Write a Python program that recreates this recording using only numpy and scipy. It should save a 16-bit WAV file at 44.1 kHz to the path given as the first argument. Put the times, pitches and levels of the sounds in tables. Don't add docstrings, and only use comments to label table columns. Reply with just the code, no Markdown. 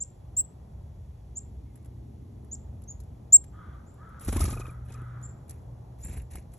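import sys
import numpy as np
from scipy import signal
from scipy.fft import rfft, irfft, next_fast_len
from scipy.io import wavfile
from scipy.ndimage import uniform_filter1d, map_coordinates

SR = 44100
rng = np.random.default_rng(int(sys.argv[2]) if len(sys.argv) > 2 else 0)


def inscribe(sig):
    pcm = np.round(np.clip(np.atleast_2d(sig).T, -1, 1) * 32767)
    wavfile.write(sys.argv[1], SR, pcm.astype(np.int16))


N = 290574

# (time [s], rumble [dB], roar [dB], drone [dB])
TRAFFIC = [(0, -48.5, -56, -67), (.4, -46.5, -55, -61), (.94, -46.5, -56, -70.5), (1.38, -43, -56.5, -57.5),
           (1.8, -44, -56, -60), (2.13, -43.5, -57, -55.5), (2.45, -46, -55, -55), (2.84, -44, -54, -58),
           (3.4, -45.5, -54.5, -61), (4.1, -47, -53.5, -62), (5.0, -45.5, -54, -65), (5.5, -44.5, -53, -62),
           (5.91, -47.5, -52.5, -77.5), (6.59, -45, -53, -69.5)]
# (frequency [Hz], relative level per Hz [dB])
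RUMBLE = [(11, -55), (18, -35), (32, -19.5), (34, -9.5), (41, -12), (59, 4.5), (92, -1.5), (123, -8),
          (177, -17.5), (200, -19), (260, -41), (440, -120)]
# (frequency [Hz], relative level per Hz [dB])
ROAR = [(76, -35), (130, -4), (205, -12.5), (280, -19), (344, -19), (381, -19.5), (810, -22.5), (2000, -48),
        (2600, -78), (4400, -120)]
# (frequency [Hz], relative level per Hz [dB])
DRONE = [(120, -40.5), (170, -2), (230, 1.5), (320, -3.5), (430, -8.5), (600, -39.5), (900, -120)]
# (frequency [Hz], relative level per Hz [dB])
HISS = [(1000, -21.5), (1800, 1), (4000, -2.5), (6000, -3), (8500, -3), (10800, -1), (12000, -5),
        (13200, -25), (14000, -47.5)]
# (time [s], level [dB])
HUM = [(0, -56), (.7, -52), (1.25, -51), (1.45, -56), (2, -44), (2.5, -52), (3.3, -49.5), (3.45, -63),
       (3.95, -48.5), (4.17, -61), (4.4, -34.5), (4.72, -42.5), (5.1, -37), (5.35, -45.5), (5.57, -52.5),
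       (5.75, -45), (6.25, -47.5), (6.59, -60)]
# (time [s], hold [s], frequency [Hz], level [dB], wander [Hz])
FAINT_TONES = [(1.63, .13, 2130, -82, 70), (2.27, .5, 221, -59, 1.5)]
# (frequency [Hz], width [Hz], level [dB])
WHINE = [(3395, 180, 0)]
WHINE_DB = -90.5
# (frequency [Hz], likeness [-1 to 1])
ALIKE = [(60, .9995), (130, .99), (290, .7), (640, .1), (1300, .2), (2000, .7), (3000, .3), (5000, .5),
         (6000, .97), (7500, .72), (9000, .99), (10800, .72), (12500, .99)]

# (time [s], length [s], level [dB], start [Hz], top [Hz], end [Hz], top at [share of length],
#  bend of the climb [power], loudest at [share of length], octave over level [dB], echo [dB])
CHIRPS = [(0.002, 0.036, -31, 7040, 7630, 4540, 0.85, 0.69, 0.54, -49, -16.5),
          (0.366, 0.053, -21, 7120, 7728, 7377, 0.66, 2.6, 0.46, -22.5, -23),
          (1.35, 0.042, -33.5, 6390, 7620, 5450, 0.88, 1, 0.74, -53, -17),
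          (2.512, 0.043, -37, 6770, 7580, 4680, 0.73, 0.56, 0.52, -41, -16),
          (2.875, 0.055, -44, 6340, 7200, 6000, 0.63, 0.45, 0.52, -34, -14),
          (3.323, 0.048, -6.5, 6785, 7514, 7000, 0.65, 3.1, 0.55, -31, -33),
          (3.862, .045, -68.5, 6750, 7650, 6690, 0.69, 1, 0.41, -44, 3),
          (5.226, 0.05, -46, 6690, 7370, 6890, 0.67, 2.8, 0.47, -40, -6.5),
          (6.027, 0.053, -47.5, 6980, 7550, 7400, 0.66, 0.91, 0.34, -44, -1.5)]
# (frequency [Hz], relative level per Hz [dB])
SKIRT = [(4200, -57), (5300, -8.5), (6800, -1), (8200, 3.5), (9200, -57.5)]
FALL_BEND = 2.6
SCOOP_SHARE, SCOOP_S = 0.28, 0.0036
EDGE_SOFTNESS, QUAVER_DB = 0.83, .5
OCTAVE_SOFTNESS, OCTAVE_QUAVER_DB, OCTAVE_ECHO_DB = .5, 2.5, 6
TREES_T60_S, FAR_T60_S = 0.23, .2
BOUNCE_S, BOUNCE_DB = 0.0031, 9

# (time [s], peak level [dB], body over peak [dB], brush over peak [dB])
TICKS = [(1.7325, -68, -7.5, -15), (1.757, -49, -9, -12), (1.775, -60, 0, -7), (1.8262, -63, -9, -7),
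         (1.847, -57, -2, -7), (1.858, -54, -3, -9), (2.4466, -60, -1, -13), (2.82, -55, -6, -8),
         (2.838, -56, -20, 0), (3.003, -48.5, -9, -2), (3.0365, -61, -17, -4.5), (3.441, -50, -1.5, -2.5),
         (3.9419, -61, -6.5, -9.5), (4.0916, -61, -7, -7.5), (4.1966, -47.5, -26, -3),
         (4.2485, -36.5, -25, -19), (4.2893, -44, 13, 11), (4.327, -35.5, 5, 0.5), (4.3667, -30, 0.5, -3.5),
         (4.394, -36.5, 2, -5), (4.409, -27.5, -28, -1.5), (4.4578, -43, -18, 11), (4.487, -46, 7, 5),
         (4.509, -56, 20.5, 19), (4.6076, -59.5, 21.5, 5), (4.667, -52, 10, -1), (4.9225, -54.5, -21, 8.5),
         (5.215, -60, -13.5, -3), (5.227, -59, -10, -5.5), (5.4955, -38.5, -20, -7), (5.509, -43, -11, -4),
         (6.049, -39.5, -13, -29), (6.071, -44, -15, -20), (6.219, -51, -7.5, -14.5),
         (6.356, -38.5, -3.5, -8), (6.538, -48, -14, -23), (4.941, -57, -1, 9.5),
         (4.599, -51.5, -15.5, 9.5)]
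TICK_T60_S, TICK_SHEEN_DB = 0.035, -24

# (time [s], length [s], pitch before scoop and sag [Hz], level [dB], shrillness over level [dB],
#  noise over pulse at the onset [times], noise over pulse at the end [times])
CAWS = [(3.513, 0.29, 653.3, -58, -19, 3.7, 4.1), (3.974, 0.29, 693, -56.5, -25, 1.9, 9),
        (4.47, 0.33, 690, -58.5, -28, 3.5, 5.5), (4.924, 0.37, 679.5, -57.5, -25.5, 3.5, 11)]
# (frequency [Hz], width [Hz], level [dB])
THROAT = [(1204, 720, -4.5), (1840, 860, -9)]
# (frequency [Hz], width [Hz], level [dB])
THROAT_WIDE = [(1303, 740, -6), (1650, 600, -1), (2004, 590, -14)]
# (frequency [Hz], width [Hz], level [dB])
BEAK = [(3280, 560, 0)]
CAW_ATTACK_S, CAW_RELEASE_S, CAW_FADE_DB = .06, .05, 5
CAW_SCOOP, CAW_SAG, CAW_SCOOP_S = 0.26, 0.12, .028
CAW_OPEN_SHARE, CAW_OPEN_WIDTH = 0.61, 0.26
VOICED_DB, VOICED_THIRD_DB = -4.5, -8

# (time [s], air push [dB], feather hiss [dB])
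BEATS = [(4.213, -59, -37), (4.241, -43, -68), (4.284, -22.5, -36), (4.3274, -25, -36.5),
         (4.3614, -19.5, -37.5), (4.405, -23.5, -35.5), (4.4413, -26.5, -58), (4.48, -27, -68),
         (4.525, -29, -43), (4.566, -31, -56), (4.598, -30.5, -46), (4.641, -35, -55), (4.6803, -38, -51.5),
         (4.712, -44, -53), (4.8554, -61, -57), (4.9042, -40.5, -60), (4.941, -44.5, -62),
         (4.983, -42, -72.5), (5.018, -40, -71.5), (6.0423, -44, -59), (6.0925, -39, -47),
         (6.129, -42, -45), (6.1706, -36.5, -45.5), (6.314, -52.5, -50.5), (6.351, -38, -55),
         (6.38, -39.5, -57), (6.536, -54, -54)]
# (time [s], hold [s], hiss [dB], swish [dB], scrape [dB], gloss [dB], draught [dB], time to fall 60 dB [s])
RUSTLES = [(4.221, 0.15, -54, -56, -79, -64, -42.5, 0.27),
           (4.386, 0.031, -40.5, -50.5, -52.5, -63, -29, 0.48),
           (4.874, .05, -69, -62, -76, -95, -62.5, 0.54),
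           (5.473, 0.0099, -63.5, -73, -70, -76, -66.5, 0.35), (5.98, .03, -65, -80, -78.5, -74, -68, 0.42),
           (6.032, 0.15, -66, -70.5, -63.5, -99, -41.5, 0.11),
           (6.3, 0.061, -61, -80.5, -63.5, -88.5, -46, 0.18), (6.504, 0.054, -71, -84, -84, -92, -56, 0.41)]
# (frequency [Hz], relative level per Hz [dB])
FEATHER = [(6000, -48), (7500, -9.5), (9000, -4), (10200, 2), (11700, -6.5), (12400, -43), (13200, -40),
           (14000, -120)]
# (frequency [Hz], relative level per Hz [dB])
BRUSH = [(2200, -44), (3300, -6.5), (5000, -2), (7500, 2.5), (9000, -5), (10500, -52)]
# (frequency [Hz], relative level per Hz [dB])
SWISH = [(500, -1), (1200, 2.5), (2200, -3.5), (3000, -6), (4000, -9), (4600, -30), (6000, -81)]
# (frequency [Hz], relative level per Hz [dB])
SCRAPE = [(1200, -40), (1600, 15.5), (2100, 15), (2800, 13), (3250, -25), (3600, -1), (4600, 2),
          (5000, -32)]
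# (frequency [Hz], relative level per Hz [dB])
SHEEN = [(11000, -42), (12500, 0), (14000, -7.5), (15500, -12.5)]
# (frequency [Hz], relative level per Hz [dB])
GLOSS = [(11500, -30), (12300, 8), (13400, -10), (14000, -34), (15000, -69)]
# (frequency [Hz], relative level per Hz [dB])
WHUMP = [(90, -37), (150, 3), (200, 4.5), (320, -0.5), (450, -5.5), (800, -12), (1300, -27), (2500, -120)]
# (frequency [Hz], gain [dB])
CLAP = [(60, -34.5), (140, 1), (230, 3.5), (330, -0.5), (480, -10.5), (800, -14), (1600, -52), (3000, -120)]
PUFF_S = 0.0126
WHUMP_DB, CLAP_DB = -4.5, 32.5
SWISH_DB, BRUSH_DB, RUB_BRUSH_DB = -8, -15, -4.5
SHEEN_DB, SHEEN_GROWS = -54.5, 1.4
RUSTLE_ATTACK_S, FLURRY_DB = 0.022, -14
CRACKLE_PER_S, CRACKLE_S, CRACKLE_DB = 500, .0008, -8

# (time [s], top pitch [Hz], level [dB], octave level [dB])
WHISTLES = [(4.376, 1074, -40, -56), (4.413, 1270, -34.5, -57), (4.452, 1252, -37, -58),
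            (4.492, 1220, -38.5, -54), (4.534, 1260, -41.5, -50), (4.572, 1260, -43.5, -49),
            (4.614, 1260, -41, -48.5), (4.651, 1254, -45.5, -51), (4.692, 1215, -52, -52.5),
            (4.857, 1290, -59, -68), (4.9, 1276, -61, -61), (4.945, 1250, -50, -63),
            (4.986, 1280, -59.5, -66), (5.011, 1320, -48, -71)]
WHISTLE_S, WHISTLE_TOP_SHARE, WHISTLE_ARCH = .02, .4, .4
WHISTLE_THIRD_DB = -22

# (frequency [Hz], lead of the left [radians])
LEAD = [(0, 0), (200, -.08), (600, -.4), (1900, 0), (2600, .7), (4150, .8), (4850, 3.14), (5500, 6.1),
        (6250, 6.35), (7500, 8), (8650, 9.4), (9400, 9.45), (10300, 10.6), (12000, 12.5), (13400, 12.6),
        (14200, 14.3), (15600, 14.6)]
# (frequency [Hz], left over right [dB])
TILT = [(100, 0), (300, 1.7), (700, .8), (1200, 0.8), (2500, -0.9), (5000, 0)]
BASS_CUT_HZ, TOP_HZ = 25, 15900


def amp(db):
    return 10 ** (np.asarray(db) / 20)


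def unit(x):
    return x / np.sqrt(np.mean(x ** 2) + 1e-20)


def along(points, hz):
    f, v = np.transpose(points)
    return np.interp(np.log(hz + 1), np.log(f + 1), v)


def curves(rows):
    s, *cols = np.transpose(rows)
    return [np.interp(np.arange(N) / SR, s, c) for c in cols]


def wobble(rate):
    knots = rng.standard_normal(int(N * rate / SR) + 4)
    return map_coordinates(knots, [np.arange(N) * rate / SR])


def filtered(x, response):
    m = next_fast_len(N + SR // 2)
    return irfft(rfft(x, m) * response(np.fft.rfftfreq(m, 1 / SR)), m)[..., :N]


def noise(spectrum, alike=((1, 1),)):
    def colour(hz):
        turn = np.arccos(np.clip(along(alike, hz), -1, 1)) / 2
        return amp(along(spectrum, hz)) * [np.cos(turn), np.sin(turn)]
    mid, side = filtered(rng.standard_normal((2, N)), colour)
    return unit(np.array([mid + side, mid - side]))


def modes(table, hz):
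    total = 0
    for k, (centre, width, db) in enumerate(table):
        ring = 1j * hz * width / (centre * centre - hz * hz + 1j * hz * width)
        total = total + (-1) ** k * amp(db / 2) * ring
    return total ** 2


def held(s, hold, attack, t60):
    t = np.arange(N) / SR - s
    return np.clip(t / attack, 0, 1) * amp(-60 * np.maximum(t - attack - hold, 0) / t60)


def puffs(times, levels_db, fall, rise):
    env, t = np.zeros(N), np.arange(SR // 5) / SR
    puff = (1 - np.exp(-(t / rise) ** 2)) * np.exp(-t / fall)
    for s, db in zip(times, levels_db):
        add(env, s - rise, amp(db) * puff)
    return env


def add(track, s, sound):
    part = track[..., round(s * SR):round(s * SR) + sound.shape[-1]]
    part += sound[..., :part.shape[-1]]


def echoes(x, t60, alike):
    t = np.arange(int(SR * .8)) / SR
    shared, split = rng.standard_normal((2, len(t))) * amp(-60 * t / t60)
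    turn = np.arccos(np.clip(alike, 0, 1)) / 2
    tail = np.cos(turn) * shared + np.sin(turn) * np.array([split, -split])
    return signal.fftconvolve(x[None], tail / np.linalg.norm(tail[0]), axes=1)


def crackle():
    draw, t = rng.random((2, N)), np.arange(SR // 50) / (CRACKLE_S * SR)
    snaps = (draw[0] < CRACKLE_PER_S / SR) * amp(CRACKLE_DB) * -np.log(1 - draw[1])
    return unit(1 + signal.fftconvolve(snaps, t * np.exp(1 - t))[:N])


def background():
    rumble_db, roar_db, drone_db = curves(TRAFFIC)
    hum_db, = curves(HUM)
    rumble = amp(rumble_db + 2.2 * wobble(6.8)) * noise(RUMBLE, ALIKE)
    roar = amp(roar_db + 0.66 * wobble(4.0)) * noise(ROAR, ALIKE)
    drone = amp(drone_db + 1.5 * wobble(4.6)) * noise(DRONE, ALIKE)
    hum_hz = 121 + 1.541 * wobble(3.7)
    hum = amp(hum_db + 0.48 * wobble(12)) * np.sin(2 * np.pi * np.cumsum(hum_hz) / SR)
    ringing = unit(filtered(rng.standard_normal(N), lambda f: modes(WHINE, f)))
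    whine = amp(WHINE_DB + 1.5 * wobble(2.2)) * ringing
    tones = np.zeros(N)
    for s, hold, hz, db, wander in FAINT_TONES:
        level = held(s, hold, .05, .4) * amp(db + 4.2 * wobble(12))
        tones += level * np.sin(2 * np.pi * np.cumsum(hz + wander * wobble(60)) / SR)
    return rumble + roar + drone + hum + whine + tones + amp(-74) * noise(HISS, ALIKE)


def chirps():
    out, skirt_noise = np.zeros((2, N)), noise(SKIRT)[0]
    quaver, burr = amp(QUAVER_DB * wobble(680)), amp(OCTAVE_QUAVER_DB * wobble(1400))
    for s, length, db, start, top, end, crest, bend, loudest, octave_db, echo_db in CHIRPS:
        u = np.arange(int(length * SR)) / (length * SR)
        now = slice(round(s * SR), round(s * SR) + len(u))
        rising = top - (top - start) * (np.maximum(crest - u, 0) / crest) ** bend
        rising -= SCOOP_SHARE * (top - end) * np.exp(-u * length / SCOOP_S)
        falling = (top - end) * (np.maximum(u - crest, 0) / (1 - crest)) ** FALL_BEND
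        hz = uniform_filter1d(rising - falling, size=110, mode="nearest")
        phase = 2 * np.pi * np.cumsum(hz) / SR
        peak_bend = np.log(.5) / np.log(np.clip(loudest, .1, .9))
        swell = np.sin(np.pi * u ** peak_bend) ** EDGE_SOFTNESS * quaver[now]
        skirt = amp(-39 - 12 * u) * skirt_noise[now]
        call = amp(db + 3) * swell * (np.sin(phase) + skirt)
        octave = amp(db + octave_db) * swell ** OCTAVE_SOFTNESS * burr[now] * np.sin(2 * phase)
        near = call + octave
        octave_echo = amp(np.minimum(echo_db + OCTAVE_ECHO_DB, -10))
        add(out, s + 0.0054, octave_echo * echoes(octave, t60=.12, alike=0.96))
        add(out, s, near)
        add(out, s + BOUNCE_S, amp(np.minimum(echo_db + BOUNCE_DB, -8)) * call)
        add(out, s + .0015, amp(-24) * echoes(near, t60=.04, alike=.95))
        trees_t60 = TREES_T60_S + FAR_T60_S * amp(np.minimum(echo_db, 0))
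        add(out, s + .006, amp(echo_db) * echoes(call, trees_t60, alike=0.94))
    return out


def ticks():
    s, db, body_db, brush_db = np.transpose(TICKS)
    fall = TICK_T60_S / np.log(1000)
    crack = puffs(s, db, fall, rise=0.00076) * noise(FEATHER, [(1, 1.0)])
    brush = puffs(s, db + brush_db, fall, rise=0.0028) * noise(BRUSH, [(1, 0.31)])
    sheen = puffs(s, db + TICK_SHEEN_DB, fall, rise=0.001) * noise(SHEEN, [(1, .9)])
    body = puffs(s, db + body_db, fall, rise=0.0038) * noise(SWISH, [(1, 1.0)])
    return crack + brush + sheen + body


def crow():
    dry, shrill, t = np.zeros(N), np.zeros(N), np.arange(N) / SR
    for s, length, pitch_hz, db, shrill_db, hoarse_first, hoarse_last in CAWS:
        u = np.clip((t - s) / length, 0, 1)
        hz = pitch_hz * (1 - CAW_SAG * u - CAW_SCOOP * np.exp(-u * length / CAW_SCOOP_S))
        cycles = np.cumsum(hz * (1 + .03 * wobble(70))) / SR
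        pulse = np.exp(6 * (np.cos(2 * np.pi * cycles) - 1))
        pulse *= 1 + 0.3 * np.cos(np.pi * cycles)
        hoarse = hoarse_first + (hoarse_last - hoarse_first) * u ** 2
        rasp = pulse * (1 + hoarse * rng.standard_normal(N))
        rasp /= np.hypot(1, .5 * hoarse)
        rasp *= (u > 0) & (u < 1)
        narrow, wide, beak = [unit(filtered(rasp, lambda f: modes(m, f))) * np.sqrt(length * SR / N)
                              for m in (THROAT, THROAT_WIDE, BEAK)]
        edges = np.minimum(np.minimum(u * length / CAW_ATTACK_S, (1 - u) * length / CAW_RELEASE_S), 1)
        opened = np.exp(-((u - CAW_OPEN_SHARE) / CAW_OPEN_WIDTH) ** 2)
        voiced = np.sin(4 * np.pi * cycles) + amp(VOICED_THIRD_DB) * np.sin(6 * np.pi * cycles)
        voiced *= amp(VOICED_DB + 3.7 * wobble(60))
        level = edges * amp(db - CAW_FADE_DB * u + 0.82 * wobble(29))
        dry += ((1 - opened) * (narrow + voiced) + opened * wide) * level
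        shrill += edges * amp(db + shrill_db) * beak
    return dry + shrill + amp(1.5) * echoes(dry, t60=.95, alike=0.4)[:, :N]


def wings():
    s, push_db, hiss_db = np.transpose(BEATS)
    start, hold, *levels_db, t60 = np.transpose(RUSTLES)
    rustling = np.array([held(a, h, RUSTLE_ATTACK_S, d) for a, h, d in zip(start, hold, t60)])
    rub, sweep, scrape, gloss, draught = amp(levels_db) @ rustling
    rub, sweep, scrape = rub * crackle(), sweep * crackle(), scrape * crackle()
    stroke = puffs(s, hiss_db, PUFF_S, rise=0.0092)
    sheen_db = SHEEN_DB + SHEEN_GROWS * (hiss_db - hiss_db.max())
    sheen = puffs(s, sheen_db, PUFF_S, rise=.004)
    out = draught * (noise(RUMBLE) + amp(FLURRY_DB) * noise(WHUMP))
    slips_db = 1.2 * wobble(300)
    layers = [(stroke + rub, FEATHER),
              (amp(BRUSH_DB) * stroke + amp(RUB_BRUSH_DB) * rub, BRUSH),
              (amp(SWISH_DB) * stroke + sweep, SWISH),
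              (sheen, SHEEN), (gloss, GLOSS), (scrape, SCRAPE)]
    for level, colour in layers:
        grain = amp(slips_db + 2.5 * wobble(100))
        out += level * grain * noise(colour, [(1000, 1.0), (3000, 0.95), (10000, 0.98)])
    out += puffs(s, push_db + WHUMP_DB, fall=0.0093, rise=0.0027) * noise(WHUMP, [(1, 1.0)])
    claps = np.zeros(N)
    claps[np.round((s + .003) * SR).astype(int)] = amp(push_db + CLAP_DB)
    out += filtered(claps, lambda hz: amp(along(CLAP, hz)))
    t = np.arange(SR // 10) / SR
    swing = np.sin(2 * np.pi * 78 * t) + 0.74 * np.sin(2 * np.pi * 46 * t)
    push = swing * (t / 0.016) * np.exp(1 - t / 0.013)
    for beat, db in zip(s, push_db):
        add(out, beat - .012, amp(db) * push)
    return out


def whistles():
    dry, u = np.zeros(N), np.arange(round(WHISTLE_S * SR)) / (WHISTLE_S * SR)
    arch = 1 - WHISTLE_ARCH * (u - WHISTLE_TOP_SHARE) ** 2
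    for s, hz, db, octave_db in WHISTLES:
        phase = 2 * np.pi * np.cumsum(hz * arch) / SR
        overtones = np.sin(2 * phase) + amp(WHISTLE_THIRD_DB) * np.sin(3 * phase)
        tone = amp(db) * np.sin(phase) + amp(octave_db) * overtones
        add(dry, s - .004, np.sin(np.pi * u) ** 2 * tone)
    dry *= amp(2 * wobble(400))
    return dry + amp(-19) * echoes(dry, t60=.2, alike=.5)[:, :N]


def scene():
    return background() + chirps() + ticks() + crow() + wings() + whistles()


def record(dry):
    f, turn = np.transpose(LEAD)
    side = np.array([[.5], [-.5]])

    def response(hz):
        band = hz ** 2 / np.hypot(hz ** 2, BASS_CUT_HZ ** 2) * (hz < TOP_HZ)
        lead = np.exp(1j * side * np.interp(hz, f, turn))
        return lead * amp(side * along(TILT, hz)) * band
    return filtered(dry, response)


dry = scene()
out = record(dry)
inscribe(out)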